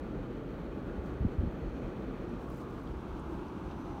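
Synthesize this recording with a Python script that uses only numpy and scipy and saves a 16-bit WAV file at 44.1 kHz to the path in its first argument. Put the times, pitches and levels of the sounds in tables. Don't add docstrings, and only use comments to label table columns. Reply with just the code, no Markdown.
import sys
import numpy as np
from scipy import signal
from scipy.fft import rfft, irfft
from scipy.io import wavfile
from scipy.ndimage import uniform_filter1d

SR = 44100
rng = np.random.default_rng(int(sys.argv[2]) if len(sys.argv) > 2 else 0)


def store_wav(level_fs):
    pcm = np.round(np.clip(np.atleast_2d(level_fs), -1, 1) * 32767)
    wavfile.write(sys.argv[1], SR, pcm.T.astype(np.int16))


N = 176400
TIME = np.arange(N) / SR


def from_db(db):
    return 10 ** (np.asarray(db) / 20)


def unit_rms(x):
    return x / np.sqrt(np.mean(x ** 2) + 1e-20)


def drift(corner_hz):
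    step, settling = 40, 2000
    pole = np.exp(-2 * np.pi * corner_hz * step / SR)
    white = rng.standard_normal(N // step + settling + 2)
    slow = signal.lfilter([1], [1, -2 * pole, pole * pole], white)[settling:]
    return np.interp(np.arange(N) / step, np.arange(len(slow)), unit_rms(slow))


def coloured(white, spectrum):
    hz, db = np.transpose(spectrum)
    f = np.maximum(np.arange(N // 2 + 1) * SR / N, 1)
    gain = from_db(np.interp(np.log(f), np.log(hz), db)) * np.minimum(f / hz[0], 1) ** 4
    return unit_rms(irfft(rfft(white) * gain, N))


def band_noise(low_hz, high_hz):
    edges_hz = [low_hz, np.clip(high_hz, low_hz + 10, SR / 2 - 20)]
    band = signal.butter(2, edges_hz, "band", fs=SR, output="sos")
    return unit_rms(signal.sosfilt(band, rng.standard_normal(N + SR // 10))[-N:])


def bells(rows):
    return sum(from_db(db) * np.exp(-.5 * ((TIME - peak) / sigma) ** 2) for peak, sigma, db in rows)


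def engine_hum():
    orders = (2, 3, 6)
    levels = (-54, -53, -56)
    firing_hz, wander, waver_db = 21.2, 0.0114, 1
    phase = 2 * np.pi * np.cumsum(firing_hz * (1 + wander * drift(0.452))) / SR
    hum = np.zeros(N)
    for order, db in zip(orders, levels):
        amplitude = np.sqrt(2) * from_db(db + waver_db * drift(0.86))
        hum += amplitude * np.sin(order * phase + 2 * np.pi * rng.random())
    return hum


def rumble():
    # f/Hz, relative level/dB
    spectrum = [(38, 0.5), (52, -1.5), (66, 2), (90, -22), (300, -50), (15000, -120)]
    return from_db(-48.5) * coloured(rng.standard_normal(N), spectrum)


def squeaks():
    # peak t/s, standard deviation t/s, level/dB
    peeps = [(.51, .03, -88), (.6, .02, -90), (.76, .02, -87), (1.25, .015, -90), (1.39, .018, -89),
             (1.56, 0.035, -85)]
    return bells(peeps) * band_noise(low_hz=13450, high_hz=13780)


def whistles():
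    # peak t/s, standard deviation t/s, level/dB, centre f/Hz, bandwidth f/Hz
    resonances = [(.89, 0.032, -64, 1620, 70), (1.0, .13, -65, 1450, 80), (1.16, 0.031, -64, 1570, 80),
                  (1.25, .16, -70.5, 1920, 60), (1.7, .18, -80, 4270, 450), (1.75, .15, -81, 6100, 1200),
                  (1.92, .27, -71, 2520, 130), (2.33, .12, -83, 5600, 600), (2.62, 0.16, -56.5, 1158, 170),
                  (3.005, 0.052, -58, 957, 90), (3.193, 0.043, -58, 1200, 70), (3.353, 0.12, -56, 877, 90),
                  (3.2, 0.37, -50.5, 347, 75), (3.97, 0.061, -54, 830, 70), (3.968, 0.1, -59, 690, 70),
                  (3.9, .25, -79, 5970, 380)]
    return sum(bells([(peak, sigma, db)]) * band_noise(hz - width / 2, hz + width / 2)
               for peak, sigma, db, hz, width in resonances)


def cloth_rustles():
    # peak t/s, standard deviation t/s, level/dB
    slides = [(1.065, .025, -74), (1.995, .025, -82), (2.42, .02, -74), (2.52, .047, -74),
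              (2.597, .025, -73), (2.73, 0.14, -77.5), (3.32, .045, -76)]
    # f/Hz, relative level/dB
    spectrum = [(2500, -10), (5000, 0.5), (7500, -3), (9000, -4.5), (10500, -12), (12500, -6),
                (15500, -7.5)]
    friction = coloured(rng.standard_normal(N), spectrum)
    grain_db = 2.5 * drift(corner_hz=270)
    return bells(slides) * unit_rms(friction * from_db(grain_db))


def grip_ticks():
    # onset t/s, level/dB, centre f/Hz, decay constant t/s
    slips = [(1.141, -71, 6300, .003), (1.825, -68, 7000, .002), (2.293, -68, 7000, .002),
             (2.412, -64, 3500, .003), (2.502, -61, 12000, .00085), (2.546, -65, 11000, 0.00092),
             (2.5735, -60, 12000, .001), (2.799, -69, 8200, .002), (2.836, -66, 12000, .001),
             (2.874, -56, 3380, 0.0029), (3.194, -67, 7500, .007), (3.483, -63, 5000, .003),
             (3.712, -54, 2920, 0.0061)]
    edge_ratio = 1.29
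    ticks = np.zeros(N)
    for start, db, hz, decay in slips:
        envelope = (TIME >= start) * np.exp(-np.clip((TIME - start) / decay, 0, 20))
        ticks += from_db(db) * envelope * band_noise(hz / edge_ratio, hz * edge_ratio)
    return ticks


def gust_buffets():
    # onset t/s, duration t/s, level/dB, lower edge f/Hz, upper edge f/Hz
    eddies = [(0.98, 0.02, -35, 45, 80.5), (1.203, 0.018, -27, 60, 116), (1.222, 0.025, -28, 36, 66),
              (1.246, .007, -23, 180, 262), (1.252, 0.0092, -23.5, 70, 139), (1.381, 0.03, -25.5, 31, 82),
              (1.415, 0.069, -32.5, 32, 68), (1.431, 0.01, -30, 110, 245), (1.471, 0.0086, -34, 100, 188),
              (1.616, 0.064, -37, 36, 60.6), (1.831, 0.019, -35, 43, 80), (2.892, 0.035, -40, 36, 60),
              (3.083, .029, -40, 40, 69.4)]
    attack_s, release_s, cutoff_hz = 0.0034, 0.003, 450
    pressure = np.zeros(N)
    for start, duration, db, low_hz, high_hz in eddies:
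        age = TIME - start
        attack = np.clip(age / attack_s, 0, 1)
        release = np.exp(-np.clip((age - duration) / release_s, 0, 20))
        noise = band_noise(low_hz, high_hz)
        power = uniform_filter1d(noise ** 2, size=int(SR / np.sqrt(low_hz * high_hz)))
        pressure += from_db(db) * attack * release * noise / np.sqrt(power + 1e-9)
    return signal.sosfilt(signal.butter(2, cutoff_hz, fs=SR, output="sos"), pressure)


def wind_rush():
    # f/Hz, relative level/dB
    spectrum_before = [(75, -13), (95, -6.5), (123, -1.5), (151, -3), (180, 0), (225, -1.5), (265, 0),
                       (325, -0.5), (408, -5), (467, -5), (599, -11), (720, -16.5), (850, -15.5),
                       (1020, -21.5), (1130, -17.5), (1410, -20), (1550, -23.5), (2120, -30), (2490, -29.5),
                       (2780, -36), (3050, -33), (3700, -39), (4300, -40), (5050, -49.5), (6100, -47.5),
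                       (7700, -54), (9300, -54.5), (10400, -59), (11500, -56.5), (15500, -57.5)]
    # f/Hz, relative level/dB
    spectrum_after = [(75, -1.5), (95, -4), (120, -7.5), (150, -3), (180, -1.5), (230, -4), (348, -0.5),
                      (410, -10), (511, -14), (627, -16), (780, -16), (865, -12.5), (960, -14),
                      (1200, -16.5), (1430, -20), (1520, -23), (1620, -24), (1810, -32.5), (2400, -31.5),
                      (2850, -33.5), (4200, -40), (5000, -45.5), (6000, -45), (7690, -52.5), (8600, -50.5),
                      (10400, -56.5), (11500, -54), (15500, -58)]
    # t/s, relative level/dB
    swell = [(0, 1), (.6, 0.5), (1.1, 1.5), (1.6, 1), (2.0, 2.5), (2.6, -1), (3.3, -0.76), (4, -0.8)]
    turn_start_s, turn_end_s = 2.1, 3.2
    white = rng.standard_normal(N)
    before = from_db(-41.5) * coloured(white, spectrum_before)
    after = from_db(-40.5) * coloured(white, spectrum_after)
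    turned = np.clip((TIME - turn_start_s) / (turn_end_s - turn_start_s), 0, 1)
    air = (1 - turned) * before + turned * after
    swell_db = np.interp(TIME, *np.transpose(swell))
    flutter_db = 0.52 * drift(corner_hz=15)
    return air * from_db(swell_db + flutter_db)


def scene():
    steady = wind_rush() + rumble() + engine_hum()
    return (steady + gust_buffets() + whistles() + cloth_rustles() + grip_ticks() + squeaks())[None]


def record(dry):
    low_hz, high_hz = 30, 15800
    thinned = signal.sosfilt(signal.butter(4, low_hz, "high", fs=SR, output="sos"), dry)
    return signal.sosfilt(signal.ellip(10, .1, 70, high_hz, fs=SR, output="sos"), thinned)


dry = scene()
out = record(dry)
store_wav(out)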